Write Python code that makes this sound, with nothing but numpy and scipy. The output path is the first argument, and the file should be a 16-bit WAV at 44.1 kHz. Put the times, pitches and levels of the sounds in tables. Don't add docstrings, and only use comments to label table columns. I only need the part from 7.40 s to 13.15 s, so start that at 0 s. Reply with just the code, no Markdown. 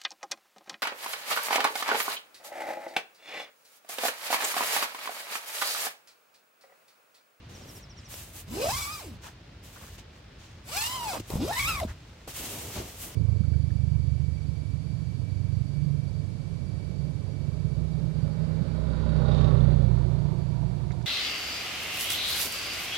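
import sys
import numpy as np
from scipy import signal
from scipy.fft import rfft, irfft, next_fast_len
from scipy.io import wavfile
from scipy.ndimage import uniform_filter1d

SR = 44100
rng = np.random.default_rng(int(sys.argv[2]) if len(sys.argv) > 2 else 0)


def wav_record(signal):
    frames = np.transpose(np.atleast_2d(signal))
    bounded = np.clip(frames, -1, 1)
    quanta = np.round(bounded * 32767).astype(np.int16)
    wavfile.write(sys.argv[1], SR, quanta)


N = 253575
TIME = np.arange(N) / SR

# freq_hz, density_db
AIR_SPECTRUM = [(15, -47), (25, -51), (43, -6), (92, -2.5), (149, -10), (242, -16.5), (335, -18.5),
                (373, -21), (575, -21.5), (734, -25), (2840, -28.5), (3820, -30), (5280, -34),
                (12500, -57.5), (16000, -52)]
AIR_DB = -48.5
# freq_hz, correlation
SIDE_CORRELATION = [(60, 1), (250, 0.99), (500, 0.48), (1000, 0.25), (2000, 0.53), (5000, 0.023),
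                    (14000, 0.19)]

# start_s, attack_s, hold_s, release_s, brush_db (relative), swish_db (relative)
RUBS = [ (.085, 0.011, .31, 0.071, -59, -67), (.22, 0.14, .02, .04, -75, -52.5),
        (.55, .03, 0.098, 0.14, -64, -84), (.68, 0.04, 0.071, 0.21, -49.5, -46),
        (.92, 0.043, 0.047, 0.035, -52, -47.5), (1.81, 0.033, 0.027, 0.064, -51.5, -57.5),
        (2.223, 0.018, 0.22, 0.062, -59.5, -59.5), (2.32, 0.02, 0.22, 0.043, -59, -61.5),
        (2.575, 0.0088, 0.0093, .04, -54, -64), (2.7, 0.06, .03, 0.092, -67, -76),
        (2.98, 0.021, .04, 0.25, -58.5, -72), (3.795, 0.0033, 0.004, 0.017, -47, -52),
        (3.8, .01, 0.078, .05, -60, -69), (3.86, 0.066, 0.031, 0.057, -52, -46.5),
        (4.45, .045, .015, 0.068, -54, -61), (4.55, 0.033, 0.35, .05, -67.5, -78),
        (4.873, .006, .02, 0.13, -48, -47), (4.93, 0.037, 0.13, 0.74, -43.5, -41),
        (5.29, 0.068, 0.033, 0.21, -45, -52), (5.57, 0.048, 0.021, 0.12, -46, -40.5),
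        (5.68, 0.046, .05, .05, -53.5, -72)]
# freq_hz, density_db
BRUSH_SPECTRUM = [(400, -2.5), (900, -0.5), (1500, -4), (2900, 1.5), (4500, -1.5), (6500, -0.5),
                  (9000, -8.5), (14000, -47)]
# freq_hz, density_db
SWISH_SPECTRUM = [(4000, -29), (6500, -3.5), (8300, 0), (10000, -3.5), (12000, 0.5), (14000, -3.5),
                  (16000, -3)]
# start_s, attack_s, hold_s, release_s, level_db (relative)
FOLDS = [(.085, .01, 0.28, 0.074, -50.5), (4.873, .004, 0.0068, 0.042, -39.5),
         (4.985, 0.022, 0.21, 0.6, -42.5), (5.35, 0.019, 0.041, 0.12, -37), (5.6, 0.06, 0.025, 0.19, -44.5)]
# freq_hz, density_db
FOLD_SPECTRUM = [(90, 4.5), (180, -2.5), (350, -1.5), (700, -8), (1400, -17), (3000, -27.5)]
RELEASE_DB = 20

# start_s, thud_db, thud_hz, snap_db, t60_s
TUGS = [(0.11, -42, 194, -56, 0.044), (.741, -35, 540, -37, 0.012), (2.587, -65, 900, -51, 0.027),
        (3.763, -30, 370, -56, .035), (3.801, -26.5, 320, -49, 0.027), (4.4, -40, 900, -31, 0.022),
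        (3.903, -26.5, 398, -35.5, 0.027), (3.937, -21, 177, -44, 0.048), (3.956, -14, 170, -53, 0.021),
        (4.45, -21, 217, -60, 0.037), (4.877, -30, 556, -47, 0.017), (4.996, -36, 261, -54, 0.066),
        (5.362, -30, 146, -48, 0.076), (5.4, -32, 350, -55.5, 0.053)]
# freq_hz, density_db
SNAP_SPECTRUM = [(200, 0), (900, -2), (1600, -7), (4000, -5), (15000, -15)]

# start_s, level_db
CHIRPS = [(.135, -51.5), (.206, -55), (.276, -50.5), (.345, -52), (.416, -52), (0.49, -51.5), (.566, -50.5),
          (0.641, -51.5), (0.719, -52)]
CHIRP_S, CHIRP_TOP_HZ, CHIRP_FALL_HZ = 0.049, 6060, 1720
CHIRP_BEND = 1.6

# time_s, slider_db (relative), tape_tone_db (relative)
PULLS = [
    [(1.08, -62, -48), (1.15, -44.5, -35.5), (1.2, -42.5, -29), (1.295, -37.5, -27), (1.34, -35, -41.5),
     (1.44, -40.5, -44.5), (1.58, -45.5, -45), (1.66, -53.5, -46), (1.77, -71.5, -45.5)],
    [(3.25, -64, -62), (3.3, -47, -57), (3.375, -37.5, -35), (3.41, -36.5, -50), (3.49, -37.5, -39.5),
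     (3.58, -42.5, -35.5), (3.69, -44, -32), (3.745, -40.5, -39), (3.79, -50.5, -44)],
    [(3.905, -52.5, -44), (3.96, -56, -34.5), (4.04, -48.5, -24.5), (4.07, -44, -37), (4.11, -43.5, -27),
     (4.15, -42, -42.5), (4.195, -35, -36.5), (4.245, -38, -47), (4.29, -36, -31), (4.335, -42, -36.5),
     (4.395, -47.5, -39), (4.435, -53, -26), (4.46, -59, -52)],
]
# time_s, speed_teeth_per_s
SPEEDS = [
    [(1.08, 150), (1.15, 300), (1.285, 690), (1.335, 1050), (1.39, 1185), (1.45, 1130), (1.53, 1240),
     (1.59, 1160), (1.62, 680), (1.66, 340), (1.77, 126)],
    [(3.26, 226), (3.3, 440), (3.34, 680), (3.39, 855), (3.545, 1045), (3.63, 945), (3.68, 845),
     (3.725, 705), (3.79, 200)],
    [(3.905, 100), (3.96, 135), (4.04, 315), (4.125, 890), (4.17, 980), (4.205, 1125), (4.24, 1120),
     (4.29, 1370), (4.4, 1060), (4.415, 680), (4.445, 620), (4.46, 200)],
]
# rattle_db (over the slider level), shudder_teeth_per_s (before its limit), tone_left_minus_right_db
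STROKES = [(2, 20, -0.5), (2.5, 7.5, 2.5), (1.5, 32, 1)]
SHUDDER_HZ = 66.94
SHUDDER_MOST = .07
WOBBLE = .013
ROUGH_SLOW, ROUGH_FAST, SMOOTH_FROM_TEETH_PER_S = .52, .26, 480
OVERTONES = [2, 3, 2]
# centre_hz, width_hz, gain_db (relative)
OVERTONE_BANDS = [(2340, 650, -7.5), (3080, 880, 0.5), (2230, 1400, 6)]
# freq_hz, gain_db (relative)
OCTAVE_BAND = [(500, -4), (900, -1), (1400, -2.5), (1900, -11), (2400, -28)]
OCTAVE_DB = -3
TAPE_RING_S = 0.23
# freq_hz, density_db
GROWL_SPECTRUM = [(130, 5), (300, 2), (600, 1), (1000, -4), (1600, -20.5), (3000, -12)]
# freq_hz, density_db
RATTLE_SPECTRUM = [(150, -17), (400, -13.5), (950, 8.5), (1750, -0.5), (2500, 5), (3600, 0), (6000, -1),
                   (8000, 4), (15000, -23)]
# freq_hz, density_db
HISS_SPECTRUM = [(2500, -62), (5000, 9), (7000, -5.5), (9800, -0.5), (12000, 6.5), (14000, 3.5),
                 (16000, 2.5)]
# centre_hz, width_hz, gain_db
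TAPE_RINGS = [(4040, 420, -2.5), (4160, 860, -2), (3810, 440, 5.5)]

# start_s, attack_s, hold_s, release_s, level_db (relative)
HEAVES = [(1.085, 0.026, 0.098, 0.2, -43.5), (1.23, 0.044, 0.093, 0.2, -36),
          (1.58, 0.085, .09, 0.056, -45.5), (3.785, 0.018, .005, .04, -38), (3.91, 0.038, .08, 0.2, -31.5),
          (4.17, 0.065, .27, 0.077, -33.5), (4.98, 0.028, .005, .04, -39), (5.35, .015, 0.018, 0.15, -39)]
# freq_hz, density_db
WALL_SPECTRUM = [(25, -26), (48, 1), (75, 6.5), (120, 1), (180, -10), (350, -25.5)]

# start_s, length_s, centre_hz, level_db
SCUFFS = [(1.829, 0.061, 1410, -47.5), (2.355, 0.02, 1460, -50.5), (2.409, .032, 1280, -53),
          (2.463, 0.027, 1400, -57), (3.723, 0.056, 950, -37), (3.893, .078, 800, -41.5),
          (4.473, 0.044, 1600, -50)]
# multiple of the centre frequency, density_db
SCUFF_SPECTRUM = [(.2, -23), (.55, 12.5), (1, 13), (1.3, 9), (1.7, -25), (2.6, -22), (5, -37)]
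SLIPS_PER_S = 150
SCUFF_ATTACK = .22


def from_db(db):
    return 10 ** (np.asarray(db) / 20)


def rms_one(x):
    return x / np.sqrt(np.mean(x ** 2) + 1e-20)


def at_hz(points, hz):
    freq, value = np.transpose(points)
    return np.interp(np.log(hz + 1e-3), np.log(freq), value)


def drift(rate):
    knots = rng.standard_normal(4000)
    return rms_one(np.interp(TIME * rate, np.arange(len(knots)), knots))


def grainy(grain_db):
    return rng.standard_normal(N) * from_db(grain_db * drift(600))


def tint(x, spectrum):
    size = next_fast_len(N)
    hz = np.arange(size // 2 + 1) * SR / size
    below = 1 + (.7 * spectrum[0][0] / (hz + 1)) ** 6
    above = 1 + (.7 * hz / spectrum[-1][0]) ** 6
    gain = from_db(at_hz(spectrum, hz)) / np.sqrt(below * above)
    return rms_one(irfft(rfft(x, size) * gain, size)[..., :N])


def noise(spectrum, grain_db):
    size = next_fast_len(N)
    hz = np.arange(size // 2 + 1) * SR / size
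    alike = np.clip(at_hz(SIDE_CORRELATION, hz), -1, 1)
    mid, side = rfft([grainy(grain_db), grainy(grain_db)], size)
    both = np.sqrt(1 + alike) * mid + np.sqrt(1 - alike) * side * [[1], [-1]]
    return tint(irfft(both, size)[:, :N], spectrum)


def swells(events, axis=4):
    power = 0
    for row in events:
        start, attack, hold, release = row[:4]
        rise = np.clip((TIME - start) / attack, 0, 1)
        release_times = np.clip((TIME - start - attack - hold) / release, 0, 10)
        power = power + (from_db(row[axis]) * rise * from_db(-RELEASE_DB * release_times)) ** 2
    return np.sqrt(power)


def tail(x, t60, wet_db):
    t = TIME[:SR // 5]
    paths = rms_one(rng.standard_normal((2, len(t))) * from_db(-60 * t / t60)) / np.sqrt(len(t))
    return x + from_db(wet_db) * signal.fftconvolve(np.atleast_2d(x), paths, axes=1)[:, :N]


def span(rows):
    start, end = rows[0][0], rows[-1][0]
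    return np.interp(TIME, [start - .015, start, end, end + .015], [0, 1, 1, 0])


def pull(curves, axis=1):
    rows = np.concatenate(curves)
    return np.interp(TIME, rows[:, 0], rows[:, axis])


def ringing(x, resonances):
    out = 0
    for rows, (hz, width, db) in zip(PULLS, resonances):
        radius = np.exp(-np.pi * width / SR)
        zeros = np.array([1, 0, -1]) * (1 - radius ** 2) / 2
        poles = [1, -2 * radius * np.cos(2 * np.pi * hz / SR), radius ** 2]
        out = out + from_db(db) * span(rows) * signal.lfilter(zeros, poles, x)
    return out


def moving(x, metres, echo_db, count=8):
    out = np.array([np.roll(x, 1), x])
    for k in range(2 * count):
        base, angle, turn = rng.uniform([.6, 0, .6], [1.6, 2 * np.pi, 1.6])
        path_m = base + .55 * np.sin(angle + 2 * turn * metres)
        echo = np.interp(TIME - path_m / 343, TIME, x)
        out[k % 2] += from_db(echo_db) / np.sqrt(count) * rng.choice([-1, 1]) * echo
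    return out


def flutter(flutter_db=-0.5, turn=0.1, rate=38):
    swell, angle = np.array([[drift(rate) for _ in range(2)] for _ in range(2)])
    return rms_one(from_db(flutter_db * swell)), turn * angle


def outdoor_air():
    return from_db(AIR_DB) * noise(AIR_SPECTRUM, grain_db=1.2)


def rubbing():
    pressure = from_db(drift(35))
    brush = from_db(3) * swells(RUBS, axis=4) * noise(BRUSH_SPECTRUM, grain_db=0.35)
    swish = from_db(2) * swells(RUBS, axis=5) * noise(SWISH_SPECTRUM, grain_db=0.7)
    return pressure * (brush + swish)


def crumpling():
    return from_db(-1.5 + drift(50)) * swells(FOLDS) * noise(FOLD_SPECTRUM, grain_db=3)


def tugs():
    thud, snap_gain = np.zeros(N), np.zeros(N)
    t = TIME[:SR // 6]
    for start, thud_db, hz, snap_db, t60 in TUGS:
        at = round(start * SR)
        decay = from_db(-60 * t / t60)
        thud[at:at + len(t)] += from_db(thud_db) * decay * np.sin(2 * np.pi * hz * t)
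        snap_gain[at:at + len(t)] += from_db(snap_db) * decay
    return thud + snap_gain * noise(SNAP_SPECTRUM, grain_db=2.5)


def bird():
    out = np.zeros(N)
    u = np.arange(int(CHIRP_S * SR)) / (CHIRP_S * SR)
    envelope = np.sin(np.pi * u ** 0.81) ** 2
    for start, db in CHIRPS:
        stray = 1 + 0.017 * rng.standard_normal()
        hz = (CHIRP_TOP_HZ - CHIRP_FALL_HZ * u ** CHIRP_BEND) * stray
        at = round(start * SR)
        out[at:at + len(u)] += from_db(db) * envelope * np.sin(2 * np.pi * np.cumsum(hz) / SR)
    return tail(out, t60=.12, wet_db=-9)


def tape_tone(travel, tug, tape, slider, pace, lean_db, stroke):
    lean = from_db(lean_db * [[.5], [-.5]])
    lean = lean / np.sqrt(np.mean(lean ** 2, axis=0))
    swell, angle = flutter()
    high_swell, high_angle = flutter(flutter_db=0.5, turn=0.9, rate=70)
    side_phase = np.array([[-.3], [.3]])
    tone = swell * lean * np.sin(2 * np.pi * travel + angle + side_phase)
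    multiple = np.array(OVERTONES)[stroke]
    high_side_phase = np.array([[.7], [-.7]])
    overtone = high_swell * np.sin(2 * np.pi * multiple * travel + high_angle + high_side_phase)
    overtone = ringing(overtone, [(hz, width, 0) for hz, width, _ in OVERTONE_BANDS])
    overtone = ringing(overtone, OVERTONE_BANDS)
    octave_gain = from_db(OCTAVE_DB + at_hz(OCTAVE_BAND, 2 * pace))
    octave = octave_gain * np.sin(4 * np.pi * travel + high_angle)
    return np.sqrt(2) * tug * (from_db(-1.5) * tape * tone + slider * (octave + overtone))


def tooth_clicks(travel, strength, speed):
    passed = np.diff(np.floor(np.maximum.accumulate(travel)), prepend=0)
    clicks = passed * from_db(0.5 * strength) / np.sqrt(speed)
    return rms_one(clicks - uniform_filter1d(clicks, size=600))


def rasp(clicks, friction, rough, metres, spectrum):
    share = np.clip(1 - rough, 0, 1)
    source = np.sqrt(share) * clicks + np.sqrt(1 - share) * friction
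    return tint(moving(source, metres, echo_db=6.5), spectrum)


def zipper():
    running = np.array([span(rows) for rows in PULLS])
    rattle_db, shudder, lean_db = np.transpose(STROKES) @ running
    pace = pull(SPEEDS)
    slider = running.sum(0) * from_db(pull(PULLS, axis=1) + 1.24 * drift(45))
    tape = running.sum(0) * from_db(pull(PULLS, axis=2))
    rough = ROUGH_FAST + (ROUGH_SLOW - ROUGH_FAST) / (1 + (pace / SMOOTH_FROM_TEETH_PER_S) ** 2)
    depth = np.minimum(shudder / pace, SHUDDER_MOST)
    shake = np.sin(2 * np.pi * np.cumsum(SHUDDER_HZ * (1 + .12 * drift(40))) / SR)
    speed = pace * (1 + WOBBLE * drift(180) + depth * (shake + .5 * drift(250)))
    teeth = np.cumsum(speed) / SR
    strength, offset = rng.standard_normal((2, 8000))
    travel = teeth + 0.018 * np.interp(teeth, np.arange(len(offset)), offset)
    uneven = rough * np.interp(teeth, np.arange(len(strength)), strength)
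    tug = (1 + uneven + 6 * depth * shake) / np.sqrt(1 + rough ** 2)
    friction = rms_one(grainy(1.36) * np.exp(-1.6 * (travel % 1)))

    sung = tape_tone(travel, tug, tape, slider, pace, lean_db, running.argmax(axis=0))
    growl = from_db(-5.5) * rough * tape * tint(friction, GROWL_SPECTRUM)
    clicks = tooth_clicks(travel, strength[teeth.astype(int)], speed)
    metres = teeth * .0014
    rattle = from_db(rattle_db) * rasp(clicks, friction, rough, metres, RATTLE_SPECTRUM)
    hiss = from_db(-0.5) * rasp(clicks, friction, rough, metres, HISS_SPECTRUM)
    rasping = slider * (rattle + ringing(rattle, TAPE_RINGS) + hiss)
    return tail(sung + growl, t60=TAPE_RING_S, wet_db=-13) + rasping


def heaving():
    return from_db(-3) * swells(HEAVES) * noise(WALL_SPECTRUM, grain_db=0)


def scuffs():
    since_slip = np.cumsum(SLIPS_PER_S * from_db(3 * drift(100))) / SR % 1
    slips = rms_one(np.exp(-2.2 * since_slip))
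    out = 0
    for start, length, centre_hz, db in SCUFFS:
        end = start + length
        gate = np.interp(TIME, [start, start + SCUFF_ATTACK * length, end, end + .015], [0, 1, 1, 0])
        spectrum = [(multiple * centre_hz, gain) for multiple, gain in SCUFF_SPECTRUM]
        out = out + from_db(db) * gate * slips * noise(spectrum, grain_db=0)
    return out


def scene():
    cloth = rubbing() + crumpling() + tugs() + heaving()
    return outdoor_air() + cloth + bird() + zipper() + scuffs()


def record(dry):
    return signal.sosfilt(signal.ellip(12, .1, 90, 15850, fs=SR, output="sos"), dry)


dry = scene()
out = record(dry)
wav_record(out)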